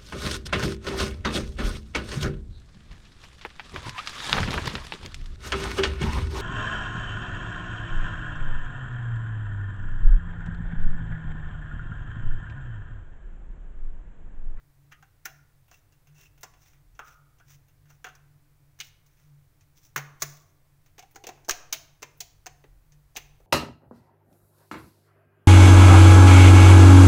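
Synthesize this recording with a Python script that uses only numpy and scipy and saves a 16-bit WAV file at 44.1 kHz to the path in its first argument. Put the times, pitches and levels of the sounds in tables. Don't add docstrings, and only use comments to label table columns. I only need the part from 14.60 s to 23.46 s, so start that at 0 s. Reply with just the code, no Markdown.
import sys
import numpy as np
from scipy import signal
from scipy.fft import rfft, irfft, next_fast_len
from scipy.io import wavfile
from scipy.ndimage import uniform_filter1d

SR = 44100
rng = np.random.default_rng(int(sys.argv[2]) if len(sys.argv) > 2 else 0)


def generate_wav(sig):
    pcm = np.round(np.clip(np.atleast_2d(sig).T, -1, 1) * 32767).astype(np.int16)
    wavfile.write(sys.argv[1], SR, pcm)


def amplitude_ratio(level_db):
    exponent = np.asarray(level_db, float) / 20
    return 10 ** exponent


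N = 390725


def evened(x):
    return x / np.sqrt(np.mean(x ** 2) + 1e-20)


def smoothed_noise(size, passes=1):
    x = rng.standard_normal(N)
    for _ in range(passes):
        x = uniform_filter1d(x, size)
    return evened(x)


def read_spectrum(points, hz):
    f, value = np.transpose(points)
    return np.interp(np.log(hz + 1), np.log(f + 1), value)


def add(mix, start_s, sound):
    part = mix[round(start_s * SR):][:len(sound)]
    part += sound[:len(part)]


def coloured_noise(points):
    size = next_fast_len(N)
    gain = amplitude_ratio(read_spectrum(points, np.fft.rfftfreq(size, 1 / SR)))
    return evened(irfft(rfft(rng.standard_normal(size)) * gain, size)[:N])


def causal(points, size=4096):
    hz = abs(np.fft.fftfreq(size, 1 / SR))
    log_gain = np.log(amplitude_ratio(read_spectrum(points, hz)))
    return np.fft.ifft(np.exp(np.conj(signal.hilbert(log_gain)))).real[:size // 2]


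def resonant_noise(hz, width_hz):
    turn = np.exp(2j * np.pi * hz * np.arange(N) / SR)
    r = np.exp(-np.pi * width_hz / SR)
    slow = rng.standard_normal(N) / turn
    for _ in range(2):
        slow = signal.lfilter([1 - r], [1, -r], slow)
    return evened((turn * slow).real)


# f/Hz, level/dB per Hz
HISS_SPECTRUM = [(15, -6), (60, -16), (114, -13.5), (150, -10), (175, -26), (250, -33.5), (320, -30.5),
                 (700, -32.5), (2200, -36.5), (2800, -41.5), (11000, -43), (15700, -39), (15950, -66)]


def microphone_hiss():
    return amplitude_ratio(-63.5) * coloured_noise(HISS_SPECTRUM)


HUM_HZ, HUM_REST_DB = 142.6, -70.5
SWELL_DROP_DB, BOOM_RISE_S = -17, 0.0081
# t/s, peak level/dB, half length/s
SWELLS = [(0.16, -63, 0.17), (0.423, -62, 0.046), (0.775, -57.5, 0.12), (1, -61.5, .06), (1.526, -57, .1),
          (1.754, -61.5, 0.071), (2.194, -59, 0.058), (2.434, -60.5, 0.084), (2.64, -64.5, 0.043),
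          (2.968, -59, .12), (3.266, -60, 0.16), (3.704, -59, 0.17), (4.008, -68, 0.089),
          (4.25, -66.5, 0.18), (4.754, -54.5, 0.13), (5.064, -73, 0.11), (6.21, -65, 0.17),
          (6.75, -67, 0.13), (7.5, -69, 0.44), (8.363, -59.5, 0.11), (8.703, -62.5, 0.15)]
# t/s, level/dB, t60/s
BOOMS = [
    (5.361, -37.5, 0.49),
    (5.62, -41, 0.56),
]
# f/Hz, width/Hz, level/dB
AIR_MODES = [(95.6, 15, -70.5), (297.5, 18, -82)]
# t/s, level/dB
RUMBLE = [(0.0, -71), (1.4, -71), (2.22, -61), (3.23, -70), (3.55, -66), (3.85, -75), (4.22, -71.5),
          (6.12, -77.5), (6.81, -69), (7.2, -79), (8.12, -57.5), (8.31, -60.5), (8.86, -61.5)]


def hum():
    t = np.arange(N) / SR
    pitch_hz = HUM_HZ + 3.43 * smoothed_noise(4000, passes=2)
    tone = np.sqrt(2) * np.sin(2 * np.pi * np.cumsum(pitch_hz) / SR)
    slow = t[::64]
    level = np.zeros(len(slow))
    for s, db, half_s in SWELLS:
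        level += amplitude_ratio(db + SWELL_DROP_DB * ((slow - s) / half_s) ** 2)
    for s, db, t60 in BOOMS:
        since = np.maximum(slow - s, 0)
        level += amplitude_ratio(db - 60 * since / t60) * (1 - np.exp(-since / BOOM_RISE_S)) ** 2
    rest = amplitude_ratio(HUM_REST_DB) * resonant_noise(HUM_HZ, 5.2)
    modes = sum(amplitude_ratio(db) * resonant_noise(hz, width_hz) for hz, width_hz, db in AIR_MODES)
    rumble = amplitude_ratio(np.interp(t, *np.transpose(RUMBLE)) - 0.5) * resonant_noise(41, 22)
    return np.interp(t, slow, level) * tone + rest + modes + rumble


# f/Hz, t60/s
ROOM_T60 = [(150, 1), (500, 0.9), (1500, 0.57), (4000, 0.49), (7000, 0.39), (12000, 0.3), (16000, 0.37)]


def room(x):
    taps = np.zeros((2, SR))
    slots = np.arange(200, SR - 20, 20)
    shape = (2, len(slots))
    np.put_along_axis(taps, slots + rng.integers(0, 20, shape), rng.choice([-1., 1.], shape), 1)
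    hz, t, z = signal.stft(taps, SR, nperseg=256)
    decay = amplitude_ratio(-60 * t / read_spectrum(ROOM_T60, hz)[:, None])
    tails = signal.istft(z * decay, SR, nperseg=256)[1]
    a, b = signal.fftconvolve(x[None], tails / np.linalg.norm(tails[0]), axes=1)[:, :N]
    shuffle_hz = 35 * smoothed_noise(300)
    turn = 2 * np.pi * np.cumsum(shuffle_hz) / SR
    return amplitude_ratio(-14) * (a * np.cos(turn) + b * np.sin(turn))


SQUEAK_HZ, SQUEAK_DB = 2706, -21
SCREW_UNTIL_S = 1.8
RUB_ENDS_DB = -25
# start t/s, firmest t/s, end t/s, hiss level/dB, body level/dB
RUBS = [(1.08, 1.14, 1.16, -68, -69), (1.522, 1.618, 1.697, -61.5, -61.5), (1.956, 2.043, 2.19, -64, -65),
        (2.42, 2.48, 2.59, -62.5, -60.5), (2.848, 2.913, 2.99, -60.5, -63),
        (3.263, 3.314, 3.39, -67.5, -66.5), (4.21, 4.245, 4.32, -56.5, -66), (4.414, 4.62, 4.76, -74, -73),
        (5.146, 5.181, 5.21, -62.5, -69.5), (5.2, 5.25, 5.31, -60.5, -68.5),
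        (5.595, 5.607, 5.93, -55.5, -64), (6.7, 6.78, 6.88, -84, -66.5), (2.132, 2.128, 2.22, -88, -69.5),
        (1.09, 1.195, 1.201, -67, -68)]
# f/Hz, level/dB per Hz
SKIN_HISS = [(2060, -44.5), (3500, -10.5), (4510, -15), (5920, -1.5), (8080, -15.5), (10800, -20.5),
             (12800, -19), (15200, -5), (16200, -8), (16500, -30)]
# f/Hz, level/dB per Hz
SKIN_BODY = [(300, -20), (700, -3.5), (1500, 1.5), (2500, 2), (3500, -5.5), (5000, -31)]


def rubs():
    t = np.arange(N) / SR
    hiss_gain, body_gain = np.zeros((2, N))
    for start, firmest, end, hiss_db, body_db in RUBS:
        on = slice(round(start * SR), round(end * SR))
        slack = np.interp(t[on], np.sort([start, firmest, end]), [1, 0, 1])
        press = amplitude_ratio(RUB_ENDS_DB * slack ** 1.8)
        hiss_gain[on] += amplitude_ratio(hiss_db) * press
        body_gain[on] += amplitude_ratio(body_db) * press
    catch = smoothed_noise(500, passes=2)
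    slips = amplitude_ratio(2.45 * smoothed_noise(160) - 1.5) * amplitude_ratio(1.5 * catch)
    squeak = resonant_noise(SQUEAK_HZ, 150) * (t < SCREW_UNTIL_S) * amplitude_ratio(5 * catch - 4)
    hiss = amplitude_ratio(1.0) * hiss_gain * coloured_noise(SKIN_HISS)
    body = amplitude_ratio(-2.5) * body_gain * coloured_noise(SKIN_BODY)
    return slips * (hiss + body + amplitude_ratio(21.0 + SQUEAK_DB) * body_gain * squeak)


# t/s, peak level/dB
PUSHES = [
    (5.622, -48),
    (6.892, -52),
    (6.9085, -33.5),
    (7.127, -51),
]


def pushes():
    out, t = np.zeros(N), np.arange(SR // 2) / SR
    step = (1 - np.exp(-t / .002)) ** 2 * (1 - t / .047) * np.exp(-t / .047)
    for s, db in PUSHES:
        add(out, s, amplitude_ratio(db) * step)
    return out


# t/s, peak level/dB, f/Hz, t60/s
RINGS = [(.3195, -55.5, 1310, 0.29), (.3195, -48, 1820, 0.12), (.3195, -52.5, 2720, 0.11),
         (.427, -58.5, 750, 0.14), (.656, -54.5, 635, 0.33), (.658, -48.5, 750, 0.23),
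         (1.585, -61, 397, 0.21), (2.393, -49, 1310, 0.72), (2.393, -54, 1520, 0.41),
         (2.800, -59.5, 1487, 0.21), (3.445, -50.5, 472, 0.11), (3.445, -48, 732, 0.24),
         (3.467, -52, 1410, 0.26), (6.392, -48, 770, 0.099), (6.426, -51, 750, .18),
         (6.558, -50, 774, 0.29), (6.558, -50, 445, .2), (6.558, -46, 1540, 0.075), (6.667, -44, 471, .1),
         (6.690, -38.5, 754, 0.14), (6.884, -36.5, 380, 0.093), (6.910, -45.5, 714, 0.35),
         (7.127, -60, 214, .18), (7.127, -49.5, 665, 0.39), (8.566, -53, 213, 0.12),
         (1.833, -57.5, 1100, 0.44), (7.429, -51.5, 944, 0.22), (7.605, -54, 706, 0.28),
         (7.867, -51, 716, 0.25)]


def rings():
    out, t = np.zeros(N), np.arange(SR // 2) / SR
    for s, db, hz, t60 in RINGS:
        shift, turn = rng.random((2, 12, 1))
        mode_hz = hz * (1 + hz / 6000 * (shift - .5))
        cluster = np.sin(2 * np.pi * (mode_hz * t + turn)).sum(0) / np.sqrt(8)
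        add(out, s, amplitude_ratio(db - 60 * t / t60) * (1 - np.exp(-t / 0.0017)) * cluster)
    return out


FIRST_DB, FIRST_S = 2, .003


def rattle(t60, rise_s):
    sign, size = rng.standard_normal((2, 5000))
    t = np.arange(5000) / SR
    fall_db = FIRST_DB * np.exp(-t / FIRST_S) - 60 * t / t60
    return sign * amplitude_ratio(2.0 * size + fall_db) * np.minimum(t / rise_s, 1) ** 2


def struck(drive, body, db):
    sound = signal.fftconvolve(drive, body)
    return amplitude_ratio(db) * sound / np.linalg.norm(sound) * np.sqrt(600)


BARE_UNTIL_S = 3.6
# f/Hz, width/Hz, lift level/dB
BARE_MODES = [(750, 140, 4), (1460, 260, 9), (2740, 200, 10.5), (3360, 180, 8.5)]


def plate(hz, octaves, bare):
    steps = np.linspace(-4, 4, 129)
    f = hz * 2 ** (steps * octaves)
    lift_db = sum(db / (1 + (2 * (f - mode_hz) / width) ** 2) for mode_hz, width, db in BARE_MODES)
    return causal(np.c_[f, -9.0 * abs(steps) ** 1.3 + bare * lift_db])


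# plate width/octaves, share of panel ring in the box, t60/s, rise/s
TICK, KNOCK, CLACK = (0.75, .4, 0.088, .0014), (0.72, 0.78, 0.056, 0.00061), (0.64, 0.44, 0.051, 0.0018)
SEAT, SNAP_IN = (0.8, 0.43, .048, 0.0014), (0.66, 0.69, 0.042, 0.0011)
PRESS, CRACK = (0.73, 0.025, 0.039, .0018), (0.86, 0.76, 0.027, 0.0012)
SLAM = (1.05, 0.65, 0.051, 0.0034)
TICK_HZ, TICK_BOX_DB = 2150, -6.5
# edge level/dB, plate level/dB
TICKS = [(1.08, -80.5, 11, 13.5), (1.322, -70, -6, 1.5), (1.47, -68, -3, 3.5), (1.583, -71, -16, 3),
         (1.776, -70.5, -2, 6), (1.808, -66.5, 7, -3), (1.936, -70, -10, 7.5), (2.349, -69.5, -17, 0),
         (2.784, -71.5, -12, 2), (3.082, -73, 2, 3.5), (4.188, -59.5, -2, 2), (4.461, -68.5, 0, -4),
         (5.008, -66.5, -13, -1.5), (6.26, -69, -1, 3), (6.51, -75, 10, 5), (6.846, -60, -13, -6.5),
         (7.572, -86, 21, -6), (8.32, -63, -13, -4.5), (8.549, -64, -16.5, -24.5)]
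# t/s, snap level/dB, plate level/dB over snap, plate f/Hz, box level/dB over snap
KNOCKS = [(0.317, -70, 13, 2080, 4), (0.322, -60.5, 6.5, 2120, -10), (0.425, -66, 13, 1500, -3),
          (1.113, -60.5, 3.5, 1800, 0), (2.391, -55, 17, 1440, 9.5), (2.799, -71, 11.5, 1590, 4),
          (3.302, -64.5, 5, 1540, -1.5), (3.443, -49.5, 11.5, 1690, -2.5), (3.466, -58, 15.5, 1610, 5),
          (3.551, -60, 1, 1360, -20), (5.376, -37.5, 2, 1956, -4.5), (1.831, -44, -1.5, 1760, -4.5)]
BOUNCES = [
    (3.255, -77.5, 10, 1600, -5),
    (3.455, -62, 9.8, 2100, -1),
    (3.485, -61, 6, 2200, -8),
    (.311, -74, 11, 1500, -8),
    (.650, -53, 3, 2400, -12),
]
CLACKS = [
    (0.6535, -39.5, 4.6, 1660, -15.5),
    (5.3597, -35.5, 10.3, 1647, -5),
]
SEATING = [
    (6.38, -57, 4, 2010, 1.5),
    (6.391, -50, -1.5, 2240, -12.5),
    (6.424, -62, 5, 2000, 1.5),
    (6.547, -65, -4, 1980, 2.5),
    (6.557, -49.5, -2, 2000, -3),
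    (6.638, -53.5, 6.5, 2660, 6),
    (6.667, -41.5, -2, 2500, -5),
    (6.688, -48.5, 2.5, 2000, 5),
    (6.774, -82.5, 23.5, 850, 21.5),
]
SNAPS = [
    (4.201, -40.5, 4, 2560, -29),
    (6.908, -27.5, -5, 2400, -20),
    (7.859, -50, 1.5, 1370, -4),
    (7.865, -42.5, -2, 2200, -5),
    (8.554, -58, -5, 1550, 6),
]
PRESSES = [
    (6.882, -49, 1, 1100, 7.5),
    (7.42, -52.5, -1.5, 1900, 0),
    (7.427, -42, 2, 1930, -6.5),
    (8.039, -73.5, 15, 1885, 18.5),
    (8.561, -49.5, 12.5, 2760, -13),
    (8.801, -78, 14.5, 1100, 19),
]
CRACKS = [
    (4.209, -47, 8, 3070, -19),
    (6.887, -36, -14, 3180, 0.5),
    (6.8935, -26, -0.5, 1488, -24.5),
]
SLAMS = [
    (5.6186, -26, -5, 1528, -11),
    (7.1245, -27.5, -2, 2645, -18),
    (7.603, -36, -5, 2830, -18.5),
    (8.5654, -37, -2.5, 2060, -8.5),
]


def contacts():
    rows = [(s, db, edge, pl, TICK_HZ, pl + TICK_BOX_DB, *TICK) for s, db, edge, pl in TICKS]
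    # (events, edge dB over snap, kind)
    kinds = ((KNOCKS, -7, KNOCK), (BOUNCES, -7, TICK), (CLACKS, -1, CLACK), (SEATING, -8, SEAT),
             (SNAPS, -12, SNAP_IN), (PRESSES, -10.5, PRESS), (CRACKS, -9, CRACK), (SLAMS, -6, SLAM))
    for events, edge, kind in kinds:
        rows += [(s, db, edge, pl, hz, box, *kind) for s, db, pl, hz, box in events]
    return rows


# f/Hz, level/dB
SNAP = [(2500, -36.5), (3800, -13), (5000, -8.5), (6300, 1), (7300, -9.5), (9000, -22), (11000, -31.5),
        (13000, -39.5)]
# f/Hz, level/dB
EDGE = [(7000, -53.5), (10000, -15), (12500, -16), (14300, -7), (15500, -2), (16200, -18.5), (16900, -47)]
# f/Hz, level/dB
BOX_CAVITY = [(110, -24.5), (200, -14.5), (340, -1.5), (430, 2.5), (560, -3.5), (900, -14), (2000, -40.5)]
# f/Hz, level/dB
BOX_PANEL = [(200, -39), (450, -13), (660, -3.5), (745, -0.5), (850, -6.5), (1100, -9.5), (2200, -63.5)]


def hits():
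    out = np.zeros(N)
    snap, edge = causal(SNAP), causal(EDGE)
    cavity, panel = evened(causal(BOX_CAVITY)), evened(causal(BOX_PANEL))
    for s, db, edge_db, plate_db, plate_hz, box_db, octaves, share, t60, rise_s in contacts():
        sharp, dull = rattle(t60, rise_s), rattle(1.82 * t60, 0.81 * rise_s)
        box = np.sqrt(share) * panel + np.sqrt(1 - share) * cavity
        add(out, s, struck(sharp, snap, db - 0.5))
        add(out, s, struck(sharp, edge, db + edge_db - 0.5))
        add(out, s, struck(dull, plate(plate_hz, octaves, s < BARE_UNTIL_S), db + plate_db - 2.0))
        add(out, s, struck(dull, box, db + box_db))
    return out


def scene():
    blows, strokes = hits(), rubs()
    soft = strokes + room(blows + strokes)
    soft = signal.oaconvolve(soft, signal.firwin(301, 15900, fs=SR), "same")
    return (microphone_hiss() + hum() + soft + pushes() + rings() + blows)[None]


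def top_cut(x):
    return signal.sosfilt(signal.butter(12, 17150, fs=SR, output="sos"), x)


def record(dry):
    return top_cut(dry)


dry = scene()
out = record(dry)
generate_wav(out)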